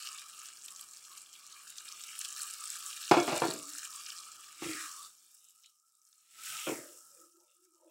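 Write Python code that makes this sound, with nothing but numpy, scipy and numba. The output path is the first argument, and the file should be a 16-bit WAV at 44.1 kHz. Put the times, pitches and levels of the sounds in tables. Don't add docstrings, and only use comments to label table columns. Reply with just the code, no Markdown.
import sys
import numpy as np
from scipy import signal
from scipy.fft import rfft, irfft
from scipy.io import wavfile
from scipy.ndimage import uniform_filter1d
from numba import njit

SR = 44100
rng = np.random.default_rng(int(sys.argv[2]) if len(sys.argv) > 2 else 0)


def master(y):
    cut = np.clip(np.atleast_2d(y).T, -1, 1)
    pcm = np.round(cut * 32767)
    wavfile.write(sys.argv[1], SR, pcm.astype(np.int16))


N = 348390
T = np.arange(N) / SR

# time in seconds, heat (the level of the fine fizz) in dB,
# coarse bubbles relative to the fizz in dB.
PAN_SIZZLE = [(0.0, -48.5, 0), (0.22, -53.5, -2.5), (0.55, -55, -6.5), (1.38, -57.5, -4.5),
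              (1.8, -55.5, -2), (2.1, -49.5, -3.5), (2.22, -48, -4.5), (3.05, -47, -4.5), (3.32, -44, 0),
              (3.66, -49, -8), (4.0, -49.5, -3.5), (4.55, -57.5, -2.5), (5.22, -64.5, -13), (5.6, -68, -14),
              (5.77, -74, -18), (6.2, -71, -12.5), (7.3, -71.5, -15), (7.9, -74.5, -11.5)]
# hottest moment, rise time, time at full level before and after
# that moment, and moment covered again, all in seconds; hiss, afterglow and boil in dB; top pitch in Hz.
WALL_FLARES = [(4.68, 0.096, 0.043, 0.13, 5.06, -45, -47.5, -49.5, 2340),
               (6.65, 0.18, 0.18, 0.068, 7.25, -45, -53, -48, 2860)]
FLARE_RISE_DB, FLARE_FALL_DB_PER_S = 24.5, 125


def undb(db):
    return 10 ** (np.asarray(db) / 20)


def unit(x):
    return x / (np.std(x) + 1e-12)


def curves(rows):
    times, *columns = np.transpose(rows)
    return [np.interp(T, times, column) for column in columns]


def decay(t, t60):
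    return np.exp(-np.log(1000) * t / t60)


def plateau(start_s, end_s, rise_db_per_s, fall_db_per_s):
    return -rise_db_per_s * np.maximum(start_s - T, 0) - fall_db_per_s * np.maximum(T - end_s, 0)


def swell(middle_s, length_s):
    return np.exp(-2 * ((T - middle_s) / length_s) ** 2)


def wander(moves_per_s):
    hold = max(int(SR / moves_per_s), 1)
    steps = np.repeat(rng.standard_normal(N // hold + 1), hold)
    return unit(uniform_filter1d(uniform_filter1d(steps, hold), hold)[:N])


def colour(x, points):
    hz, db = np.transpose(points)
    size = 4096
    gain = undb(np.interp(np.log(np.fft.rfftfreq(size, 1 / SR) + 1), np.log(hz), db))
    cepstrum = irfft(np.log(gain))
    cepstrum[1:size // 2] *= 2
    cepstrum[size // 2 + 1:] = 0
    return signal.fftconvolve(x, irfft(np.exp(rfft(cepstrum))))[:len(x)]


def cut(x, hz, kind, order, zero_phase=False):
    run = signal.sosfiltfilt if zero_phase else signal.sosfilt
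    return run(signal.butter(order, hz, kind, fs=SR, output="sos"), x)


@njit
def bandpass(x, hz, width_hz):
    out, band_state, low_state = np.empty(len(x)), 0., 0.
    for i in range(len(x)):
        tuning, damping = np.tan(np.pi * hz[i] / SR), width_hz[i] / hz[i]
        band = (band_state + tuning * (x[i] - low_state)) / (1 + tuning * (tuning + damping))
        band_state = 2 * band - band_state
        low_state += 2 * tuning * band
        out[i] = damping * band
    return out


def resonate(x, hz, width_hz):
    hz, width_hz = hz + np.zeros(N), width_hz + np.zeros(N)
    return bandpass(bandpass(x, hz, width_hz), hz, width_hz)


def narrow_noise(hz, half_width_hz):
    in_phase, quadrature = cut(rng.standard_normal((2, N)), half_width_hz, "low", order=3)
    phase = 2 * np.pi * np.cumsum(hz + np.zeros(N)) / SR
    return unit(in_phase * np.cos(phase) + quadrature * np.sin(phase))


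@njit
def bursts(start_s, hz, cycles, peak):
    out = np.zeros(N)
    for k in range(len(start_s)):
        life = cycles[k] * SR / hz[k]
        turn, fade = np.exp(2j * np.pi * hz[k] / SR), np.exp(-1 / life)
        phasor, envelope = 1 + 0j, 1.
        for i in range(int(start_s[k] * SR), min(N, int(start_s[k] * SR + 6 * life))):
            phasor, envelope = phasor * turn, envelope * fade
            out[i] += 4 * peak[k] * envelope * (1 - envelope) * phasor.imag
    return out


def crackle(per_s, spread_db, cycles):
    when, pitch, length, strength = rng.random((int(per_s * N / SR), 4)).T
    hz = 1000 + 15000 * pitch
    ring_cycles = cycles * (.5 + length) * np.sqrt(hz / 7000)
    peak = undb(spread_db * np.minimum(-np.log(1 - strength), 5.2)) * np.sqrt(hz / ring_cycles)
    return unit(bursts(when * N / SR, hz, ring_cycles, peak))


def settling():
    return np.interp(T, [4.95, 5.3], [0, 1])


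def heat():
    # middle and length in seconds, level in dB.
    spurts = [(0.44, 0.065, -55), (0.818, 0.064, -51.5), (1.175, 0.094, -58.5), (2.23, 0.047, -48),
              (2.403, 0.074, -45.5), (2.884, 0.078, -45.5)]
    power = undb(curves(PAN_SIZZLE)[0]) ** 2
    power += sum((undb(db) * swell(s, length_s)) ** 2 for s, length_s, db in spurts)
    for s, rise_s, before_s, after_s, covered_s, hiss_db, afterglow_db, _, _ in WALL_FLARES:
        end_s, rise_db_per_s = s + after_s, FLARE_RISE_DB / rise_s
        flare = plateau(s - before_s, end_s, rise_db_per_s, FLARE_FALL_DB_PER_S)
        afterglow = plateau(end_s, covered_s, rise_db_per_s, fall_db_per_s=190)
        afterglow -= 18.5 * np.maximum(T - end_s, 0)
        power += undb(hiss_db + flare) ** 2 + undb(afterglow_db + afterglow) ** 2
    return 10 * np.log10(power)


def kitchen(x, wet_db):
    t = np.arange(int(.7 * SR)) / SR
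    tail = cut(rng.standard_normal(len(t)), 7000, "low", order=1) * decay(t, t60=0.25) * (t > .005)
    return x + undb(wet_db) * signal.fftconvolve(x, tail / np.linalg.norm(tail))[:N]


def murmur(heat_db):
    # frequency in Hz, gain in dB.
    simmer_spectrum = [(30, -17), (90, -6.5), (170, -2), (260, -3), (350, 1), (450, -4), (900, -0.5),
                       (1400, 3.5), (2500, -28.5)]
    simmer = unit(colour(rng.standard_normal(N), simmer_spectrum)) * undb(0.46 * wander(38))
    return simmer * undb(np.minimum(1.29 * (heat_db + 55.5) - 75.0, -74.5))


def hollow_note(heat_db):
    # time in seconds, level relative to the heat in dB.
    strength = [(0.0, -10.5), (0.42, -6.5), (0.56, -16.5), (1.7, -12), (2.9, -11.5), (3.7, -13.5),
                (4.45, -6.5), (5.04, -10), (5.2, -18), (5.85, -6), (6.15, -14.5), (6.5, -9), (6.95, -15),
                (7.5, -6), (7.9, -8)]
    settled = settling()
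    surge = np.clip(wander(12), -2, 1.4)
    boiling = narrow_noise(1250 - 30 * surge, half_width_hz=87)
    calm = narrow_noise(1283 * (1 + .015 * wander(14)), half_width_hz=50)
    note = np.sqrt(1 - settled) * boiling + np.sqrt(settled) * calm
    return note * undb(heat_db + curves(strength)[0] + 1.45 * surge + 1.6 * wander(45))


def gulps():
    # middle and length in seconds, level in dB.
    gurgles = [(0.141, 0.07, -62), (0.73, 0.08, -63.5), (1.124, 0.1, -62), (1.57, 0.07, -64),
               (1.921, 0.089, -62.5), (2.451, 0.035, -59), (3.633, 0.05, -55.5), (3.95, 0.06, -54.5),
               (4.99, 0.12, -57.5)]
    rest_hz, dip_hz = 1292, 125
    swells = [swell(s, length_s) for s, length_s, _ in gurgles]
    level = sum(undb(db) * shape for (_, _, db), shape in zip(gurgles, swells))
    return narrow_noise(rest_hz - dip_hz * sum(swells), half_width_hz=95) * level * undb(0.77 * wander(45))


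def squelches():
    # middle and length in seconds, level in dB, lower pitch in Hz.
    squeezes = [(4.65, 0.038, -49, 2080), (5.02, 0.079, -57.5, 3600), (5.26, 0.089, -72.5, 3500),
                (5.451, 0.11, -71.5, 2950), (5.656, 0.03, -62.5, 3040), (5.948, 0.05, -85, 3800),
                (6.17, 0.11, -80.5, 4260), (6.67, 0.04, -46, 2500), (6.9, 0.1, -68.5, 2800),
                (7.52, 0.07, -78, 2800), (7.89, 0.026, -77.5, 2650)]
    out, froth = np.zeros(N), crackle(per_s=3300, spread_db=3.5, cycles=1.1)
    for s, length_s, db, hz in squeezes:
        gap = resonate(froth, hz, width_hz=420) + resonate(froth, hz * 1.26, width_hz=420)
        out += unit(gap) * undb(db) * swell(s, length_s)
    return out


def stirring():
    # start and length in seconds, level in dB, fading in dB per second, pitch in Hz.
    drags = [(3.57, 0.18, -62.5, 3, 297), (4.649, 0.2, -44.5, 97, 318), (6.824, 0.14, -59, 60.5, 351),
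             (7.2, 0.086, -70, 50.5, 332), (7.349, 0.076, -68.5, 88, 352), (7.58, 0.24, -75.5, 3, 347),
             (7.86, 0.045, -66, 60, 342)]
    # middle and length in seconds, level in dB, pitch in Hz.
    strokes = [(4.672, 0.045, -52, 145), (6.526, 0.084, -73.5, 146.6), (6.545, 0.054, -67, 710),
               (6.597, 0.088, -64, 928), (6.704, 0.04, -40.5, 493), (6.806, 0.12, -58, 560),
               (6.946, 0.077, -69.5, 527), (7.199, 0.1, -70, 525), (7.227, 0.053, -65, 1287),
               (6.52, 0.13, -55, 1520), (7.417, 0.049, -78.5, 585), (7.431, 0.056, -78.5, 903),
               (7.501, 0.067, -82, 540), (7.839, 0.1, -76.5, 926), (7.869, 0.087, -66, 578)]
    out = np.zeros(N)
    for s, length_s, db, fade_db_per_s, hz in drags:
        pressure_db = plateau(s, s + length_s, rise_db_per_s=600, fall_db_per_s=350)
        pressure_db -= fade_db_per_s * np.maximum(T - s, 0)
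        out += narrow_noise(hz, half_width_hz=21) * undb(db + pressure_db)
    for s, length_s, db, hz in strokes:
        out += narrow_noise(hz, half_width_hz=min(65, 0.25 * hz)) * undb(db) * swell(s, length_s)
    return out


def knocks():
    # start in seconds, level in dB, treble cutoff in Hz,
    # judder relative to the blow in dB, judder time constant in seconds.
    blows = [(3.112, -17, 3002, -10, 0.015), (3.137, -28, 2600, 5, 0.019), (3.1682, -22, 1700, -1.5, 0.02),
             (3.278, -30.5, 4500, 0, 0.037), (3.322, -31.5, 4000, 3, 0.03),
             (3.4192, -27.5, 2090, -7.5, 0.013), (3.434, -32.5, 1530, -6, 0.011),
             (3.451, -34, 330, -8, 0.011), (3.483, -36.5, 346, 6, 0.013), (3.54, -47.5, 386, 4, 0.036),
             (4.621, -40.5, 1200, -2.5, 0.019), (4.661, -44.5, 420, -8, 0.014), (4.691, -46, 330, 3, 0.016),
             (4.745, -55, 300.7, -8, 0.02), (6.67, -36, 1250, 4, 0.021), (6.692, -39, 696, -12, 0.01),
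             (6.719, -38.5, 600, -7, 0.0054), (6.786, -48.5, 280, -12, 0.0087)]
    # frequency in Hz, level in dB, time to fall 60 dB in seconds.
    pan_modes = [(110.4, -12, 0.24), (161.5, -18, 0.23), (257, -8.5, 0.22), (297, 0, .4), (339, -5.5, .4),
                 (374, 0, 0.27), (458, -8, 0.27), (488, -1, 0.13), (597, -7.5, 0.6), (649, -4.5, 0.46),
                 (706, 1, 0.22), (815, -11.5, 0.348), (838, -6.5, 0.19), (927.5, -9, 0.46),
                 (950, -10.5, 0.23), (1110, -10.5, .35), (1210, -9.5, .33), (1264, -9.5, 0.31),
                 (1383, -4.5, .35), (1420, -7, 0.29), (1647, -17, .5), (1790, -10.5, 0.2),
                 (2280, -12.5, .3), (2220, -2.5, .3), (2385, -9.5, 0.4), (2820, -2, 0.11),
                 (3384, -6.5, 0.38), (4127, -8.5, 0.15)]
    # frequency in Hz, gain in dB.
    clack_spectrum = [(40, -49), (90, -33), (135, -12), (200, -20.5), (320, 3.5), (520, -3.5), (850, -0.5),
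                      (1400, -7), (1950, -17), (2500, -9), (3300, -21), (4200, -15), (7000, -20),
                      (14000, -31)]
    out, t = np.zeros(N), np.arange(int(.7 * SR)) / SR
    mode_hz, mode_db, t60 = np.transpose(pan_modes)[:, :, None]
    for s, db, cutoff_hz, judder_db, judder_s in blows:
        spot = rng.standard_normal((len(pan_modes), 2))
        mode_gain = np.sign(spot[:, :1]) * undb(mode_db + 1.2 * spot[:, 1:])
        ring = np.sum(mode_gain * np.sin(2 * np.pi * mode_hz * t) * decay(t, t60), axis=0)
        clack = unit(colour(rng.standard_normal(len(t)), clack_spectrum)) * decay(t, 0.067)
        thud = np.sin(2 * np.pi * 335 * t) * decay(t, 0.053)
        slips = rng.choice([-1, 1], len(t)) * (rng.random(len(t)) < 900 / SR) * np.exp(-t / judder_s)
        judder = undb(judder_db) * slips / (np.linalg.norm(slips) + 1e-12)
        blow = undb(-27) * ring + undb(-6) * clack + undb(-7) * thud
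        blow += signal.fftconvolve(judder, blow)[:len(t)]
        blow = cut(blow, cutoff_hz, "low", order=1 if cutoff_hz > 900 else 2)
        blow *= undb(db) / np.std(blow[t < .02])
        start = int(s * SR)
        out[start:start + len(t)] += blow[:N - start]
    return cut(out, 122, "high", order=7)


def lesser_spits():
    tries_per_s, over_heat_db, middle_hz = 6, 15.5, 7400
    when, chance, strength, pitch = rng.random((int(tries_per_s * N / SR), 4)).T
    pan_db = curves(PAN_SIZZLE)[0][(when * N).astype(int)]
    db = pan_db + over_heat_db + 6 * (strength - .5)
    hz = middle_hz * 2 ** (.7 * (pitch - .5))
    return np.column_stack([when * N / SR, db, hz])[chance < np.interp(pan_db, [-70, -48], [.15, 1])]


def spits():
    # start in seconds, level in dB, pitch in Hz.
    loud_spits = [(0.0717, -27, 4400), (0.089, -30, 5100), (.1465, -32, 8130), (0.177, -31, 7440),
                  (0.1842, -30.5, 4170), (0.682, -33.5, 4300), (0.7215, -32, 7340), (0.761, -31.5, 6660),
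                  (0.8107, -28.5, 8150), (.9353, -33.5, 6730), (1.5252, -34, 6540), (1.7833, -26.5, 5995),
                  (2.1908, -20.5, 9800), (2.213, -19.5, 6750), (2.248, -22.5, 5350), (2.2897, -33, 6300),
                  (2.4186, -18.5, 8400), (2.6384, -29, 5170), (2.702, -20.5, 7700), (3.201, -19.5, 6210),
                  (3.5372, -23.5, 7750), (4.0631, -26.5, 5450), (4.1028, -27, 5200), (5.643, -47, 3760),
                  (5.66, -40, 7050), (5.798, -51.5, 7500), (5.952, -50.5, 8010), (6.017, -53, 6040),
                  (6.128, -49, 6110)]
    s, db, hz = np.vstack([loud_spits, lesser_spits()]).T.copy()
    ring = bursts(s, hz, 3 * hz / 7000 * rng.uniform(0.43, 1.4, len(s)), undb(db - 5.5))
    snap = bursts(s, hz, np.full(len(s), .5), undb(db - 14))
    lag, pitch, size = rng.random((len(s), 8, 3)).T
    landing_s = s + 0.0037 * lag
    droplet_hz = np.minimum(hz * (.55 + pitch), SR / 3)
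    droplet_peak = size * undb(db - 10.5)
    spray = bursts(landing_s.ravel(), droplet_hz.ravel(), 1.5 + size.ravel(), droplet_peak.ravel())
    return cut(ring + snap + spray, 1100, "high", order=4)


def flares():
    cool_hz, cooling_s = 1240, 0.14
    out = np.zeros(N)
    for s, rise_s, before_s, after_s, _, _, _, boil_db, top_hz in WALL_FLARES:
        hot = np.exp(-np.maximum(T - s, 0) / cooling_s)
        hz = cool_hz + (top_hz - cool_hz) * hot
        width_hz = hz * np.interp(T, [s - before_s, s], [1.1, 0.5])
        boil = resonate(crackle(per_s=6800, spread_db=2.5, cycles=0.86), hz, width_hz) / np.sqrt(width_hz)
        envelope_db = plateau(s - before_s, s + after_s, FLARE_RISE_DB / rise_s, FLARE_FALL_DB_PER_S)
        out += unit(boil) * undb(boil_db + envelope_db)
    return cut(out, 1040, "high", order=8)


def pocket_gurgle(rush):
    # centre and bandwidth in Hz, gain in dB.
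    pockets = [(1703, 590, -1.5), (2412, 170, 3.5), (2910, 610, -1.5), (3297, 420, -1), (3807, 530, -3),
               (4295, 450, -3)]
    return sum(undb(db + 3.2 * wander(16)) * resonate(rush, hz * (1 + .024 * wander(22)), width_hz)
               for hz, width_hz, db in pockets)


def gap_notches(x):
    gaps = [(2050, 480), (3350, 240), (4500, 300)]
    for hz, width_hz in gaps:
        x = x - 0.85 * bandpass(x, hz * np.exp(0.11 * wander(9)), width_hz + np.zeros(N))
    return x


def sizzle(heat_db):
    # frequency in Hz, gain in dB.
    sizzle_spectrum = [(900, -33), (1500, -12), (2050, -7), (2300, -9), (2850, -4.5), (3400, -4.5),
                       (4700, 0), (5450, -0.5), (6100, -5.5), (7700, 0), (9800, -7), (11500, -13.5),
                       (13000, -12), (13900, -20.5), (15200, -13.5)]
    coarse_db = curves(PAN_SIZZLE)[1] + 1.1 * wander(14)
    flood = np.interp(T, [4.4, 4.7, 5.1, 5.3, 6.2, 6.4, 6.9, 7.3], [0, 1, 1, 0, 0, 1, 1, 0])
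    steam_gain = undb(-5 + 10 * flood)
    bubbles = crackle(per_s=6000, spread_db=4.0, cycles=1.5) * undb(2.5 * wander(130) + wander(25))
    rush = (bubbles + steam_gain * rng.standard_normal(N)) / np.sqrt(1 + steam_gain ** 2)
    tinted = colour(rush, sizzle_spectrum)
    low = cut(tinted, 5150, "low", order=8, zero_phase=True)
    coarse = undb(-6) * unit(pocket_gurgle(rush)) + undb(-1) * unit(gap_notches(low))
    coarse = cut(coarse, 1100, "high", order=8) * undb(coarse_db)
    fizz = unit(tinted - low)
    fizz += settling() * undb(-5) * cut(fizz, 10300, "high", order=4, zero_phase=True)
    return (undb(0.9) * fizz + coarse) * undb(heat_db)


def scene():
    heat_db = heat()
    frying = sizzle(heat_db) + murmur(heat_db) + spits() + hollow_note(heat_db)
    frying += gulps() + flares() + squelches()
    return (kitchen(frying, wet_db=-14) + kitchen(knocks(), wet_db=-11) + stirring())[None]


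def record(dry):
    return signal.sosfilt(signal.ellip(10, .2, 80, 15750, fs=SR, output="sos"), dry)


dry = scene()
out = record(dry)
master(out)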